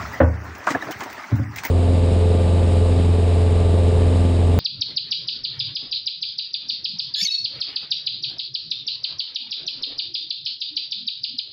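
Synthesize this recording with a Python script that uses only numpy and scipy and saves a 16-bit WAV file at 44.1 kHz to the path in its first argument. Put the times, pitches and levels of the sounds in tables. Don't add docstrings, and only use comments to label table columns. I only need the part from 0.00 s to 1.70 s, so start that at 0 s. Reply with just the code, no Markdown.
import sys
import numpy as np
from scipy import signal
from scipy.fft import rfft, irfft
from scipy.io import wavfile
from scipy.ndimage import uniform_filter1d

SR = 44100
rng = np.random.default_rng(int(sys.argv[2]) if len(sys.argv) > 2 else 0)


def elevation(decibels):
    levels = np.asarray(decibels, float)
    return 10 ** (levels / 20)


def materialize(psi):
    bounded = np.clip(np.atleast_2d(psi).T, -1, 1)
    quanta = np.round(bounded * 32767).astype(np.int16)
    wavfile.write(sys.argv[1], SR, quanta)


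N = 74970

# (time [s], level [dB])
STIRRING = [
    (0.0, -39),
    (0.216, -41.5),
    (1.7, -43),
]
# (frequency [Hz], density [dB per Hz])
WATER_SPECTRUM = [(120, -43), (200, -5), (415, -1), (491, -10.0), (602, -1), (1910, -1.5), (3120, -15.5),
                  (6040, -17), (11500, -41.5), (15000, -74), (22000, -120)][:-2] + [(15000, -46.5)]
# (time [s], level [dB])
SWELL_LEVEL = [(0, -29), (.07, -37), (.19, -43.5), (0.551, -42), (.63, -53), (.7, -46), (.78, -46),
               (.85, -52), (.92, -55), (1.0, -43.5), (1.06, -59), (1.13, -50.5), (1.27, -60), (1.55, -41.5),
               (1.7, -47.5)]
# (frequency [Hz], density [dB per Hz])
BOOM_SPECTRUM = [(20, -9), (60, 16), (110, 13), (180, 6.5), (280, 4), (400, -53)]
# (time [s], level [dB], pitch [Hz], life [s])
SINGLE_BUBBLES = [(.052, -29.5, 1310, 0.013), (.132, -31.5, 1920, .035), (.674, -14.5, 1390, 0.0077),
                  (.678, -15, 1580, 0.0078), (.704, -21, 1900, .006), (.707, -24.5, 296.5, .011),
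                  (.739, -21.5, 270.4, 0.025), (.748, -19.5, 1666, 0.0068), (.75, -20.5, 693, 0.01),
                  (.816, -33, 3770, .0065), (.822, -22.5, 1744, 0.0067), (.871, -37, 857, 0.0087),
                  (.886, -21.5, 610, 0.0048), (.898, -33, 325, .013), (.903, -32.5, 746, 0.017),
                  (.925, -34.5, 2970, 0.0042), (1.006, -33, 2056, 0.0065), (1.016, -34.5, 1560, 0.0043),
                  (1.024, -31.5, 1800, .005), (1.034, -33, 2100, 0.0035), (1.056, -41, 986, 0.0073),
                  (1.062, -32.5, 727, 0.014), (1.096, -33, 771, 0.012), (1.178, -37.5, 1810, 0.012),
                  (1.236, -36, 2187, 0.014), (1.243, -38, 880, 0.013), (1.278, -41.5, 1377, 0.016),
                  (1.559, -32.5, 2050, 0.0067), (1.571, -30, 2090, 0.0026), (1.586, -22, 2440, 0.0015),
                  (1.628, -30.5, 907, 0.017), (1.637, -23, 1420, 0.0026), (1.642, -22.5, 2120, 0.0032),
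                  (1.65, -23, 1840, 0.0035), (1.654, -26.5, 2125, .014), (1.656, -34, 875, 0.0067)]
# (time [s], level [dB], pitch [Hz], life [s], climb [fraction per life])
CLIMBING_GURGLES = [
    (.669, -17.5, 960, 0.02, 0.118),
    (.679, -14, 1050, 0.01, 0.11),
    (.806, -32.5, 1910, .01, 0.045),
    (.856, -32.5, 280, 0.037, 0.061),
    (1.008, -32.5, 946, 0.019, 0.17),
    (1.031, -35.5, 1162, 0.015, 0.116),
    (1.174, -42.5, 1200, 0.051, .05),
]
# (delay [s], level [dB])
SIDE_ECHOES = [(.0021, -43), (.0037, -10), (.0064, -17)]
# (time [s], level [dB], contact [s])
WATER_THUMPS = [
    (0.087, -21.5, 0.013),
    (.95, -31.5, 0.0074),
    (1.3109, -19, 0.0066),
    (1.322, -5.5, 0.0015),
    (1.381, -14, 0.0059),
    (1.393, -10, 0.00075),
    (1.471, -20, 0.0034),
]
# (frequency [Hz], level [dB], ring time to -60 dB [s])
HULL_MODES = [(89, -5.5, 0.17), (106.2, -3.5, 0.55), (116.4, 2, 0.2), (151.5, -9.5, 0.18),
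              (218.8, -10.5, 0.24), (262, -4, 0.13), (293.3, -16.5, 0.36), (550, -18, 0.11)]
# (time [s], spray level [dB], finest mist level [dB], fade [s])
SPLASHES = [(0.133, -43, -42.5, 0.11), (0.444, -33, -47, 0.083), (0.5547, -25.5, -62, 0.016),
            (0.585, -41, -37.5, 0.018), (0.6424, -33, -60, 0.12), (0.67, -22, -48, 0.18),
            (0.693, -24, -56, 0.15), (0.7059, -16, -39, 0.13), (0.7214, -23, -53, 0.031),
            (0.824, -35, -47, 0.18), (0.9121, -23.5, -34.5, 0.08), (0.921, -21.5, -37, 0.051),
            (0.9904, -37, -45.5, 0.2), (1.0076, -27.5, -54, 0.15), (1.0363, -26, -41, 0.076),
            (1.1019, -31, -46.5, 0.096), (1.131, -27, -36.5, 0.03), (1.357, -33, -43.5, 0.24),
            (1.563, -19.5, -30.5, 0.069), (1.5757, -21.5, -36.5, 0.073), (1.586, -19, -49, 0.11),
            (1.6361, -23.5, -33, 0.2), (1.6517, -15.5, -21, 0.093), (1.67, -27, -26, 0.04)]
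# (frequency [Hz], density [dB per Hz])
SPRAY_SPECTRUM = [(880, -27), (1500, -7.5), (2090, 2.5), (2380, -2.0), (3310, -6.5), (6440, -7),
                  (9060, -17.5), (11500, -35.5), (15000, -72), (22000, -120)][:-2] + [(13000, -79)]
# (frequency [Hz], density [dB per Hz])
MIST_SPECTRUM = [(10000, -25), (12000, 14)]
# (time [s], level [dB], fade [s])
SLAP_EVENTS = [(0.133, -25.5, 0.25), (0.205, -7, 0.19), (0.446, -26, 0.6), (0.672, -10.5, 0.2),
               (0.703, -17.5, 0.43), (.74, -20, .15), (0.751, -15.5, 0.16), (0.822, -20, 0.22),
               (0.872, -23, 0.21), (0.905, -25.5, 0.16), (1.008, -26, 0.2), (1.019, -21, 0.18),
               (1.036, -33, 0.036), (1.06, -24.5, 0.12), (1.179, -32.5, 0.58), (1.214, -31, 0.2),
               (1.319, -24, 0.28), (1.389, -21, 0.12), (1.638, -36, 0.022), (1.653, -20.5, 0.22)]
# (frequency [Hz], density [dB per Hz])
SLAP_SPECTRUM = [(88, -50.5), (150, -19), (275, 2.5), (431, -8), (683, -1), (1570, -5), (1700, -5.5),
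                 (3500, -28), (4550, -65), (7700, -120)]
# (time [s], level [dB])
KNOCK_BLOWS = [
    (0.2022, -2.5),
    (0.2108, -10),
]
# (frequency [Hz], level [dB], ring time to -60 dB [s])
DECK_MODES = [(79.14, -2.5, 0.62), (81.4, -5.5, 0.45), (107.8, -11.5, 0.59), (172, -12, 0.54),
              (258.2, -6, 0.19), (305.5, -6, 0.17), (467, -18, 0.22), (527, -10.5, 0.19), (543.6, -8, 0.13),
              (703, -10, 0.09), (819, -8, 0.065), (1127, -14, 0.11), (1499, -4.5, 0.029),
              (1810, -8.5, 0.041),
              (238.6, -11, 0.15), (343, -21, 0.058), (437, -15, 0.029), (566.7, -3, .08),
               (594, -12, 0.097), (960, -11, 0.08)]
# (frequency [Hz], gain [dB])
MIC_RESPONSE = [(11500, 0), (13800, 5.5), (14800, 21), (15400, 24.5), (15750, 26.5), (15950, -23),
                (16300, -39.5)]
# (time [s], length [s], from [Hz], to [Hz])
SUPPRESSOR_LULLS = [(.07, 0.052, 248, 400), (0.243, 0.1, 3100, 4230), (0.359, 0.096, 3300, 4240),
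                    (.365, 0.075, 7000, 8200), (0.486, 0.069, 490, 700), (0.606, 0.12, 40.2, 100),
                    (1.019, .04, 69.4, 160), (1.186, 0.11, 360, 560), (1.23, .07, 40.2, 173),
                    (1.355, .05, 3150, 3600), (1.376, .05, 4000, 4550), (1.438, 0.081, 3000, 4650),
                    (1.447, 0.057, 6000, 7500), (1.47, 0.063, 450, 740)]


def evened(x):
    return x / np.sqrt(np.mean(x ** 2) + 1e-20)


def read(points, hz):
    f, value = np.transpose(points)
    return np.interp(np.log(hz + 1), np.log(f + 1), value)


def level_over_time(points):
    return elevation(np.interp(np.arange(N) / SR, *np.transpose(points)))


def add(mix, s, sound):
    part = mix[round(s * SR):][:len(sound)]
    part += sound[:len(part)]


def colour(x, points):
    gain = elevation(read(points, np.fft.rfftfreq(len(x), 1 / SR)))
    return irfft(rfft(x) * gain, len(x))


def ring(modes):
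    t = np.arange(SR // 2) / SR
    out = np.zeros(len(t))
    for hz, db, t60 in modes:
        build_up = 1 - np.exp(-t * hz / 0.92)
        out += elevation(db - 60 * t / t60) * build_up * np.sin(2 * np.pi * hz * t)
    return out


def bubble(hz, life, climb=0.02):
    u = np.arange(0, 3, 1 / (life * SR))
    peak = 0.4
    shape = u / peak * np.exp(1 - u / peak)
    return shape * np.sin(2 * np.pi * hz * life * (u + climb * u ** 2 / 2))


def bursts(events, spectrum, rise_s, lump_db, snap_db, lump_samples):
    snap_fade_s = 0.018
    t, power = np.arange(SR // 4) / SR, np.zeros(N)
    for s, db, fade in events:
        body = elevation(-120 * t / fade)
        snap = elevation(2 * snap_db - 120 * np.maximum(t - rise_s, 0) / snap_fade_s)
        rise = np.minimum(t / rise_s, 1) ** 2
        add(power, s - rise_s, rise * elevation(2 * (db - 8.5)) * (body + snap))
    lumps = elevation(lump_db * evened(uniform_filter1d(rng.standard_normal(N), lump_samples)))
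    edged = [(spectrum[0][0] / 3, -40)] + list(spectrum)
    return np.sqrt(power) * evened(colour(rng.standard_normal(N) * lumps, edged))


def bilge():
    patch_db, hiss_db = 3, 4
    trickle_db, trickle_per_s, trickle_spread_db = -5.5, 840, 5
    frames = N // 128 + 5
    real, imag, patches = rng.standard_normal((frames, 257, 3)).T
    patches = uniform_filter1d(patches, size=6, axis=0)
    patches = evened(uniform_filter1d(patches, size=12, axis=1))
    spectra = (real + 1j * imag) * elevation(patch_db * patches)
    hiss = evened(signal.istft(spectra, nperseg=512, noverlap=384)[1][:N])

    starts = rng.random(N) < trickle_per_s / SR
    size = elevation(trickle_spread_db * np.minimum(rng.exponential(1, N), 4)) * starts
    kind, drops = rng.integers(0, 24, N), np.zeros(N)
    for k, hz in enumerate(np.geomspace(450, 7000, num=24)):
        drop = bubble(hz, 4.9 / hz) * elevation(read(WATER_SPECTRUM, hz)) * hz ** 0.82
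        drops += signal.oaconvolve(size * (kind == k), drop)[:N]
    water = elevation(hiss_db) * evened(colour(hiss, WATER_SPECTRUM)) + elevation(trickle_db) * evened(drops)
    return level_over_time(STIRRING) * water


def swell():
    boom = evened(colour(rng.standard_normal(N), BOOM_SPECTRUM))
    return boom * level_over_time(SWELL_LEVEL)


def bubbles():
    out = np.zeros(N)
    for s, db, hz, life in SINGLE_BUBBLES:
        add(out, s, elevation(db) * bubble(hz, life))
    for s, db, hz, life, climb in CLIMBING_GURGLES:
        add(out, s, elevation(db) * bubble(hz, life, climb))
    wobble = evened(colour(rng.standard_normal(N), [(200, -2), (600, -63)]))
    out = out * (1 + 0.55 * wobble)
    echoes = np.zeros(N)
    for k, (s, db) in enumerate(SIDE_ECHOES):
        echoes += (-1) ** k * elevation(db) * np.roll(out, round(s * SR))
    return out + echoes


def thumps():
    push = np.zeros(N)
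    for s, db, contact in WATER_THUMPS:
        u = np.arange(0, 1, 1 / (contact * SR))
        add(push, s, elevation(db) * u * (1 - u) ** 2 * 12 / len(u))
    return signal.fftconvolve(push, ring(HULL_MODES))[:N]


def spray():
    events = [(s, db, fade) for s, db, _, fade in SPLASHES]
    return bursts(events, SPRAY_SPECTRUM, rise_s=0.005, lump_db=2.5, snap_db=-4.5, lump_samples=40)


def mist():
    events = [(s, db, fade) for s, _, db, fade in SPLASHES]
    fizz = bursts(events, MIST_SPECTRUM, rise_s=0.0025, lump_db=2.5, snap_db=1, lump_samples=40)
    return elevation(-10) * fizz


def slaps():
    return bursts(SLAP_EVENTS, SLAP_SPECTRUM, rise_s=0.0045, lump_db=3, snap_db=-22.0, lump_samples=120)


def knock():
    rattle_db, rattle_t60, rattle_per_s = -13, 0.28, 580
    blow, t = np.zeros(N), np.arange(SR // 3) / SR
    for s, db in KNOCK_BLOWS:
        add(blow, s, elevation([db]))
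    loose = rng.standard_normal(len(t)) * (rng.random(len(t)) < rattle_per_s / SR)
    rattle = colour(loose, [(120, -34), (240, -0.5)]) * elevation(rattle_db - 60 * t / rattle_t60)
    add(blow, KNOCK_BLOWS[0][0], rattle)
    blow = np.convolve(blow, np.hanning(24) / 11)[:N]
    return signal.fftconvolve(blow, ring(DECK_MODES))[:N]


def band(x, lo_hz, hi_hz):
    return colour(x, [(lo_hz / 1.15, -40), (lo_hz, 0), (hi_hz, 0), (hi_hz * 1.15, -40)])


def suppress(x):
    lull_db, lump_db = -13.5, 2.5
    t = np.arange(N) / SR
    for s, length, lo_hz, hi_hz in SUPPRESSOR_LULLS:
        shut = np.clip(3 * np.sin(np.pi * np.clip((t - s) / length, 0, 1)), 0, 1)
        lumps = uniform_filter1d(rng.standard_normal(N), size=800)
        lumps = evened(uniform_filter1d(lumps, size=400))
        gain = elevation(shut * np.minimum(lull_db + lump_db * lumps, 0))
        x = x - band(x, lo_hz, hi_hz) * (1 - gain)
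    return x


def scene():
    water = bilge() + bubbles() + spray() + mist() + slaps()
    boat = swell() + thumps() + knock()
    return (water + boat)[None]


def top_cut(x):
    return signal.sosfilt(signal.butter(12, 17170, fs=SR, output="sos"), x)


def record(dry):
    limit_db, squeeze, recover_db_per_s, ahead_s = -28.5, 0.26, 29, 0.0034
    treble_hz, treble_squeeze = 2810, 0.22
    low_cut = signal.cheby2(6, 30, 55.4, "high", fs=SR, output="sos")
    x = signal.sosfilt(low_cut, colour(dry[0], MIC_RESPONSE))

    bass = colour(x, [(600, -5.5), (1200, -38)])
    power_db = 10 * np.log10(abs(uniform_filter1d(bass ** 2, size=500)) + 1e-12)
    fall = np.arange(N) * recover_db_per_s / SR
    held_db = np.maximum.accumulate(power_db + fall) - fall
    over_db = np.maximum(held_db - limit_db, 0)

    treble = colour(x, [(treble_hz / 1.3, -40), (treble_hz, 0), (4600, 0), (5300, -2.5)])
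    late_db = signal.lfilter([.001], [1, -.999], over_db)
    x = suppress(x - treble * (1 - elevation(-treble_squeeze * late_db)))

    ahead = np.arange(N) + ahead_s * SR
    over_db = np.interp(ahead, np.arange(N), uniform_filter1d(over_db, size=100))
    return top_cut((x / elevation(squeeze * over_db))[None])


dry = scene()
out = record(dry)
materialize(out)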